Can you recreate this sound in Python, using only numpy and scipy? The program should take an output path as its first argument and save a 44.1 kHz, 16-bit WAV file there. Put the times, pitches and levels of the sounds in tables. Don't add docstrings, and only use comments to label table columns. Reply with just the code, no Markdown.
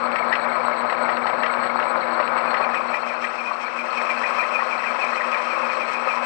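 import sys
import numpy as np
from scipy import signal
from scipy.fft import rfft, irfft, next_fast_len
from scipy.io import wavfile

SR = 44100
rng = np.random.default_rng(int(sys.argv[2]) if len(sys.argv) > 2 else 0)


def store_wav(level_fs):
    pcm = np.round(np.clip(np.atleast_2d(level_fs), -1, 1) * 32767)
    wavfile.write(sys.argv[1], SR, pcm.T.astype(np.int16))


N = 275625
T = np.arange(N) / SR

# turn_rate_hz, high_spot_s, second_part_offset_turns
MOTOR = (29.77, 1.3, .5)
COUNTERSHAFT = (24.38, 1.3, .17)
SPINDLE = (8.15, 1.283, .47)
BELT = (5.39, 1.21, 0)
RIPPLE_HZ = 120
CONTACT_S = (2.46, 3.08)
BLEND_S = (2.7, 3.9)

# time_s, level_db
RATTLE_LEVELS = [(0, -27), (2.6, -26.5), (3.05, -31), (3.8, -33), (4.03, -28.5), (6.25, -28.5)]
# time_s, boost_db
RATTLE_SURGES = [(.062, 1.5), (.151, 1.5), (.452, 4), (1.06, 1), (1.467, 2.5), (1.578, 2), (1.665, -0.5),
                 (2.12, 1), (2.207, 2), (2.45, 2), (2.613, 5), (2.681, -0.5), (3.247, 2), (4.015, 2),
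                 (4.3, 3), (4.38, 2), (5.002, 2.5), (5.039, 3), (5.408, 0.5), (6.075, 3), (6.144, -0.5)]
# start_s, level_db, decay_s
GEAR_KNOCKS = [(0.314, -18, .002), (.465, -17, 0.0017), (.649, -11, 0.0037), (.683, -11, 0.0034),
               (.849, -20, 0.0018), (.925, -11.5, .004), (1.039, -12, .002), (1.091, -12, 0.003),
               (1.257, -9, 0.0019), (1.423, -20, 0.0017), (1.572, -12.5, 0.0018), (1.7585, -12.5, 0.004),
               (1.7906, -13, 0.0034), (1.958, -11.5, 0.0018), (2.199, -9.5, 0.0061), (2.358, -14, 0.0037),
               (2.367, -10.5, 0.0046), (2.666, -13.5, 0.0033), (3.033, -16, 0.0024), (3.065, -15.5, 0.0045),
               (3.887, -20, 0.0017), (4.215, -18, .002), (4.592, -20, 0.0019), (4.792, -15.5, 0.0024),
               (5.7, -14, 0.0041), (6.138, -19, 0.0019)]
# pitch_hz, level_db
BED_COLOUR = [(25, -57.5), (60, -50.5), (100, -31.5), (140, -26.5), (300, -19.5), (450, -11), (520, -4),
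              (900, -3.5), (1100, -0.5), (1400, -6.5), (2300, -9.5), (2900, -24.5), (5200, -38),
              (7200, -56), (10000, -70.5), (15000, -87)]
# pitch_hz, width_hz, boost_db
BED_MODES = [(243, 16, 7), (342, 11, 5), (524, 62, 3.5), (605.5, 21, 6), (990, 25, 5.5), (1211, 62, -4.5),
             (1254, 98, 10.5), (1700, 36, 0.5), (1920, 70, -3), (4730, 180, -7.5), (4860, 150, 10)]
# pitch_hz, width_hz, boost_db
STAND_MODES = [(126, 170, 7.5), (730, 490, 4)]
# pitch_hz, width_hz, level_db
WHEEL_MODES = [(1016, 45, -3), (1115, 43, 0)]
# time_s, level_db
WHEEL_CLANKS = [(2.806, -25.5), (3.511, -21), (3.752, -28), (4.085, -25), (4.291, -32), (4.62, -21),
                (4.865, -27), (5.36, -29), (5.4, -26), (5.567, -24), (5.633, -20.5), (6.066, -33),
                (6.139, -24)]
# start_s, level_db
LOOSE_PINGS = [(.182, -27), (.224, -24), (.484, -28.5), (.516, -26), (.726, -26), (1.059, -28.5),
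               (1.332, -26.5), (1.499, -24.5), (1.698, -25), (2.029, -26.5)]
# start_s, level_db
LONE_TICKS = [(.117, -31.5), (1.17, -27.5), (1.538, -29.5), (2.238, -44), (2.276, -28), (2.507, -29),
              (2.646, -31.5)]
# pitch_hz, level_db
TICK_COLOUR = [(700, -23.5), (1600, 10.5), (2700, 6.5), (3300, -5), (4000, -9), (5500, -22), (8000, -39.5),
               (12000, -73)]
# pitch_hz, width_hz, boost_db
TICK_MODES = [(1830, 89, 3.5), (2600, 240, 0.5), (3170, 33, 7), (4200, 130, 3.5), (5300, 130, 10)]
# start_s, level_db
HARD_SLAPS = [(.158, -27.5), (.326, -20), (.899, -28), (1.093, -29.5), (1.268, -28.5), (1.434, -23.5),
              (1.634, -31.5), (1.799, -29.5), (2.2, -32.5), (2.377, -31), (2.542, -25.5), (2.743, -28.5),
              (2.941, -29.5), (3.242, -26), (4.1, -26), (4.235, -28.5), (4.433, -31), (4.6, -30.5),
              (4.84, -27.5), (5.13, -32), (5.21, -25.5), (5.344, -24)]
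# pitch_hz, level_db, fade_s
PULLEY_MODES = [(1605, -9.5, 0.17), (1880, -13, 0.079), (1953, 2.5, 0.069), (2590, -16, 0.035),
                (3190, -21.5, 0.16), (4312, -28.5, .06), (5140, -27, .07)]
# time_s, level_db
RUB_LEVELS = [(0, -67.5), (2.35, -69.5), (2.85, -56.5), (3.7, -55.5), (4.1, -50), (5.2, -52.5),
              (6.25, -52.5)]
# pitch_hz, level_db
RUB_COLOUR = [(100, -49), (1500, -13.5), (2150, 19), (2380, 15.5), (2550, 9.5), (2850, 5), (3700, -0.5),
              (5000, 0.5), (5800, -3.5), (6300, -8.5), (7100, -9.5), (8400, -2.5), (9100, -25.5),
              (9700, -44), (11000, -42), (12000, -56.5)]
# pitch_hz, width_hz, boost_db
RUB_MODES = [(3133, 120, 12), (4070, 70, 10), (5250, 110, 7), (6550, 190, 3.5)]
# time_s, level_db, pitch_drop_hz
SQUEAKS = [(2.485, -32, 171), (2.64, -30.5, 169), (2.77, -31, 165), (2.951, -26.5, 190),
           (3.091, -31, 160.7), (3.249, -30, 188.3), (3.4, -30, 182), (3.475, -30.5, 83),
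           (3.633, -37, 171.7), (3.796, -28, 199), (3.982, -27, 120.4), (4.105, -25, 208),
           (4.258, -28.5, 169.1), (4.403, -22.5, 161.3), (4.555, -23.5, 149.7), (4.72, -27.5, 240.4),
           (4.874, -25.5, 238.6), (5.031, -25.5, 228.7), (5.185, -30, 152.6), (5.336, -25, 218),
           (5.516, -28, 219.5), (5.65, -31.5, 120.2), (5.71, -31, 203), (5.82, -30, 225),
           (5.947, -30.5, 130), (6.106, -27, 196)]
# multiple_of_ripple, level_db
HUM_TONES = [(1, -19.5), (2, 4), (3, -5.5), (4, -4), (6, -2), (7, -3.5)]
# ripple_steps_from_centre, level_db
WHINE_TONES = [(-1, 1.5), (0, -0.1), (1, -4.5), (2, -8.5)]
# pitch_hz, level_db
GEAR_TONES = [(210.2, -15.5), (264.4, -16), (335.6, -10.5), (384.4, -19.5), (509.8, -6), (528.6, -2),
              (1320, -10)]
# pitch_hz, width_hz, level_db
BEARING_MODES = [(3970, 75, 1.5), (4120, 29, -7.5), (4207, 50, -4.5), (4298, 36, 8.5), (4390, 55, 0.5)]
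# pitch_hz, width_hz, level_db
WHISTLE_MODES = [(7810, 16, 0), (8060, 25, -7), (7960, 17, 1.5), (8030, 18, -3.5), (7730, 330, -15),
                 (9050, 200, -24.5), (10600, 110, -31), (11000, 170, -29.5), (12400, 50, -39)]
# pitch_hz, level_db
RIGHT_HISS_COLOUR = [(30, -39), (100, -24), (300, -6), (1200, -1), (2500, -4.5), (8000, -22), (12000, -38)]


def gears(level_db, clashes_per_s=1200, scatter_db=1.3):
    shafts = swing(MOTOR, lag_s=0.019) + swing(COUNTERSHAFT)
    ripple = np.cos(2 * np.pi * RIPPLE_HZ * T)
    surge_db = sum(boost * bell(s, width_s=0.012) for s, boost in RATTLE_SURGES)
    push_db = 0.65 * shafts + ripple * (0.8 + 0.35 * shafts) + 0.5 * swing(BELT, lag_s=0.044) + surge_db
    clashes = (rng.random(N) < clashes_per_s / SR) * rng.choice([-1, 1], N)
    clashes = unit(clashes * undb(scatter_db * rng.standard_normal(N)))
    wash = undb(-3) * rng.standard_normal(N)
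    rattle = unit(undb(push_db) * (clashes + wash))
    force = undb(level_db) * rattle + undb(-13) * bursts(GEAR_KNOCKS)
    plain = colour(force, BED_COLOUR, BED_MODES)
    booming = colour(force, BED_COLOUR, BED_MODES + STAND_MODES)
    return blend(T) * plain + (1 - blend(T)) * booming


def gear_wheel(rattle_db, clank_hz=1075):
    load_db = swing(MOTOR, lag_s=0.02) + 1.5 * swing(COUNTERSHAFT)
    load_db += 5.7 * blend(T) * swing(BELT, lag_s=0.13)
    ringing = unit(undb(load_db) * ring(WHEEL_MODES))
    grind = sum(undb(db) * bell(s + 0.0051, width_s=0.009) for s, db in WHEEL_CLANKS)
    clanks = grind * tone(clank_hz, 0.4 + flutter(130))
    return undb(rattle_db - 10.5) * ringing + undb(-5) * clanks


def shaft_knocks(shaft, level_db=-25, spread_db=1.3, second_part_db=-5):
    hz, high_spot_s, offset_turns = shaft
    times = np.arange(high_spot_s % (1 / hz), T[-1], 1 / hz)
    times += offset_turns * blend(times) / hz
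    times = np.round(times * RIPPLE_HZ) / RIPPLE_HZ - 0.001
    scatter = np.clip(rng.standard_normal(len(times)), -2, 2)
    levels = level_db + second_part_db * blend(times) + spread_db * scatter
    return [(s, db) for s, db in zip(times, levels) if 0 < s < T[-1]]


def thumps():
    hard = undb(-1.5) * strike(GEAR_KNOCKS, hz=1010, decay_s=0.00076)
    motor_shaft = strike(shaft_knocks(MOTOR), hz=1150, decay_s=0.001)
    countershaft = strike(shaft_knocks(COUNTERSHAFT), hz=857, decay_s=0.00051)
    return hard + motor_shaft + countershaft


def pings(strays_per_s=16, stray_db=-33, spread_db=4, second_part_db=-6):
    gaps, sizes = rng.random((120, 2)).T
    times = np.cumsum(2 * gaps) / strays_per_s
    levels = stray_db + spread_db * (2 * sizes - 1) + second_part_db * blend(times)
    strays = [(s, db) for s, db in zip(times, levels) if s < T[-1]]
    return strike(LOOSE_PINGS, hz=2160, decay_s=0.0032) + strike(strays, hz=2298, decay_s=0.0028)


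def ticks(slaps, slap_decay_s=0.0061, decay_s=0.005, bounce_s=0.028, second_part_db=-8):
    first = [(s, db + second_part_db * blend(s), slap_decay_s) for s, db in slaps]
    bounces = [(s + bounce_s, db - 3, decay_s) for s, db, _ in first]
    hits = first + bounces + [(s, db, decay_s) for s, db in LONE_TICKS]
    return undb(1.4) * colour(bursts(hits) + undb(12.5) * clicks(hits), TICK_COLOUR, TICK_MODES)


def loose_pieces(slaps):
    cut_bass = signal.butter(2, 200, "high", fs=SR, output="sos")
    return signal.sosfilt(cut_bass, thumps() + pings() + ticks(slaps))


def belt_slaps(first_lap_s=0.155, light_db=-38, spread_db=1.5):
    laps = np.arange(first_lap_s, T[-1], 1 / BELT[0])
    return HARD_SLAPS + list(zip(laps, light_db + spread_db * rng.standard_normal(len(laps))))


def belt_chirps(slaps, centre_hz=1915, rise_hz=110, low_hz=1642, lag_s=0.0047, width_s=0.0095):
    swells = [(s + lag_s, undb(db) * bell(s + lag_s, width_s)) for s, db in slaps]
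    grip = sum(swell for _, swell in swells)
    slide = sum((T - s) / width_s * swell for s, swell in swells) / (grip + np.exp(-20))
    chirp = tone(centre_hz + rise_hz * slide, 1 + 0.96 * flutter(210))
    low_note = undb(-7) * tone(low_hz, flutter(79))
    return undb(-5) * grip * (chirp + low_note)


def pulley(slaps, lag_s=0.003, rise_s=0.0047):
    t = T[:SR // 4]
    notes = sum(undb(db - 60 * t / fade_s) * np.sin(2 * np.pi * hz * t)
                for hz, db, fade_s in PULLEY_MODES)
    fade_in = 1 - np.exp(-(t / rise_s) ** 2)
    hits = clicks([(s + lag_s, db) for s, db in slaps])
    return undb(-5) * signal.oaconvolve(hits, notes * fade_in)[:N]


def rubbing(level_db, unbroken_from_s=3.3, whine_hz=5580):
    tight_spot = sum(bell(s - 0.0055, width_s=0.032) for s, *_ in SQUEAKS)
    scrape_db = np.interp(T, CONTACT_S, (0, 1)) * (11 * tight_spot - 4.5)
    swish_db = 3 * tight_spot - 1
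    flicker_db = 3 * np.real(flutter(30))
    pressure_db = np.where(T > unbroken_from_s, swish_db, scrape_db) + flicker_db
    hiss = undb(8) * colour(rng.standard_normal(N), RUB_COLOUR, RUB_MODES)
    whine = undb(-8) * tone(whine_hz, flutter(84))
    return undb(level_db + pressure_db) * (hiss + whine)


def squeaks(rub_db, pitch_hz=2555, waver_hz=50, cutoff_hz=2750):
    sag_hz = sum(drop_hz * bell(s + 0.01655, width_s=0.025) for s, _, drop_hz in SQUEAKS)
    hz = pitch_hz - sag_hz + waver_hz * np.real(flutter(60))
    grip = sum(undb(db) * bell(s, width_s=0.02) for s, db, _ in SQUEAKS)
    roughness = 1 + 0.7 * flutter(170)
    fits = unit(undb(2.1 * np.real(flutter(22))) * flutter(110))
    song = tone(hz, undb(-3.5) * grip * roughness + undb(rub_db + 13) * fits)
    return signal.sosfilt(signal.butter(10, cutoff_hz, fs=SR, output="sos"), song)


def motor(level_db, whine_hz=1429.3):
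    throb = unit(undb((3 + blend(T)) * swing(BELT)))
    hum = sum(undb(db) * tone(k * RIPPLE_HZ, 1 + 0.24 * flutter(9.6)) * (throb if k == 2 else 1)
              for k, db in HUM_TONES)
    whine = sum(undb(db) * tone(whine_hz + k * RIPPLE_HZ, 1 + 0.6 * flutter(21))
                for k, db in WHINE_TONES)
    gear_notes = sum(undb(db) * tone(hz, flutter(2.4)) for hz, db in GEAR_TONES)
    return undb(level_db) * (undb(-3.5) * hum + undb(2) * whine + undb(-1) * gear_notes)


def bearing_slack_db(first_s=0.099, dip_db=-9):
    return dip_db * sum(bell(s, width_s=0.013) for s in np.arange(first_s, T[-1], 3 / SPINDLE[0]))


def bearings(level_db):
    load_db = 3 * swing(SPINDLE, lag_s=-0.01) + 2 * swing(SPINDLE, per_turn=2)
    load_db += 2.5 * swing(MOTOR, lag_s=0.002) + bearing_slack_db()
    balls_db = 6 * swing(MOTOR, per_turn=4, lag_s=0.002) + 2.5 * swing(MOTOR, per_turn=3, lag_s=0.002)
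    taps = undb(load_db + balls_db) * rng.standard_normal(N)
    track = sum(undb(db) * signal.lfilter(*signal.iirpeak(hz, hz / width, fs=SR), taps)
                for hz, width, db in BEARING_MODES)
    band = signal.butter(4, (3750, 4520), "band", fs=SR, output="sos")
    return undb(level_db) * unit(signal.sosfilt(band, track))


def whistle(level_db):
    notes = ring(WHISTLE_MODES)
    sway_db = 3.5 * swing(SPINDLE) + 1.1 * swing(SPINDLE, per_turn=2, lag_s=0.0066)
    sway_db += 2 * swing(COUNTERSHAFT, lag_s=0.013) + bearing_slack_db() / 2
    waver_db = 3 * np.real(flutter(15))
    return undb(level_db) * unit(notes * undb(sway_db + waver_db))


def workshop(x, fade_s=0.28, echo_db=-13, delay_s=0.006):
    t = T[:SR // 2]
    tail = rng.standard_normal(len(t)) * undb(-60 * t / fade_s) * (t > delay_s)
    return x + undb(echo_db) * signal.fftconvolve(x, tail / np.linalg.norm(tail))[:N]


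def blend(s):
    return np.interp(s, BLEND_S, (0, 1))


def swing(turning, per_turn=1, lag_s=0):
    hz, high_spot_s, offset_turns = turning
    turns = hz * (T - high_spot_s - lag_s) - offset_turns * blend(T)
    return np.cos(2 * np.pi * per_turn * turns)


def clicks(rows):
    out = np.zeros(N)
    for s, db, *_ in rows:
        out[int(s * SR)] += undb(db)
    return out


def strike(rows, hz, decay_s):
    t = T[:SR // 10]
    note = t / decay_s * np.exp(1 - t / decay_s) * np.sin(2 * np.pi * hz * t)
    return signal.oaconvolve(clicks(rows), note)[:N]


def bursts(rows):
    loudness = np.zeros(N)
    for s, db, decay_s in rows:
        after = loudness[int(s * SR):][:SR // 2]
        after += undb(db) * np.exp(-np.minimum(T[:len(after)] / decay_s, 30))
    return loudness * rng.standard_normal(N)


def ring(modes):
    return unit(sum(undb(db) * tone(hz, flutter(width)) for hz, width, db in modes))


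def tone(hz, amplitude=1):
    turns = np.cumsum(hz + np.zeros(N)) / SR + rng.random()
    return np.sqrt(2) * np.real(amplitude * np.exp(2j * np.pi * turns))


def flutter(width_hz):
    step = 16
    size = next_fast_len(N // step + 2)
    hz = np.fft.fftfreq(size, step / SR)
    noise = rng.standard_normal(size) + 1j * rng.standard_normal(size)
    slow = np.fft.ifft(noise / (1 + (hz / width_hz) ** 2))
    return np.interp(T, np.arange(size) * step / SR, unit(slow))


def colour(x, points, modes=()):
    size = 8192
    grid_hz = np.maximum(np.arange(size // 2 + 1) * SR / size, 1)
    hz, db = np.transpose(points)
    db = np.interp(np.log(grid_hz), np.log(hz), db)
    for centre, width, boost in modes:
        db = db + boost / (1 + (2 * (grid_hz - centre) / width) ** 2)
    cepstrum = irfft(np.log(undb(db)))[:size // 2]
    cepstrum[1:] *= 2
    response = irfft(np.exp(rfft(cepstrum, size)))
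    return signal.fftconvolve(x, response / np.linalg.norm(response))[:N]


def bell(s, width_s):
    out = np.zeros(N)
    near = slice(max(int((s - 5 * width_s) * SR), 0), int((s + 5 * width_s) * SR))
    out[near] = np.exp(-((T[near] - s) / width_s) ** 2)
    return out


def undb(db):
    return 10 ** (np.asarray(db) / 20)


def unit(x):
    return x / np.sqrt(np.mean(np.abs(x) ** 2))


def scene():
    rattle_db = np.interp(T, *np.transpose(RATTLE_LEVELS))
    rub_db = np.interp(T, *np.transpose(RUB_LEVELS))
    slaps = belt_slaps()
    contacts = gears(rattle_db) + gear_wheel(rattle_db) + loose_pieces(slaps)
    contacts += squeaks(rub_db) + belt_chirps(slaps) + pulley(slaps) + rubbing(rub_db)
    hold = np.interp(T, CONTACT_S, (0, 1))
    lathe = workshop(contacts) + motor(-42.5 - 5 * hold)
    lathe += bearings(rattle_db - 23 - 2.5 * hold) + whistle(rattle_db - 31.5 - 4.5 * hold)
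    faint_hiss = undb(rattle_db - 35) * colour(rng.standard_normal(N), RIGHT_HISS_COLOUR)
    return np.array([undb(6) * lathe, undb(-43.5) * lathe + faint_hiss])


def record(dry, cutoff_hz=15100):
    return signal.sosfilt(signal.ellip(8, .2, 70, cutoff_hz, fs=SR, output="sos"), dry)


dry = scene()
out = record(dry)
store_wav(out)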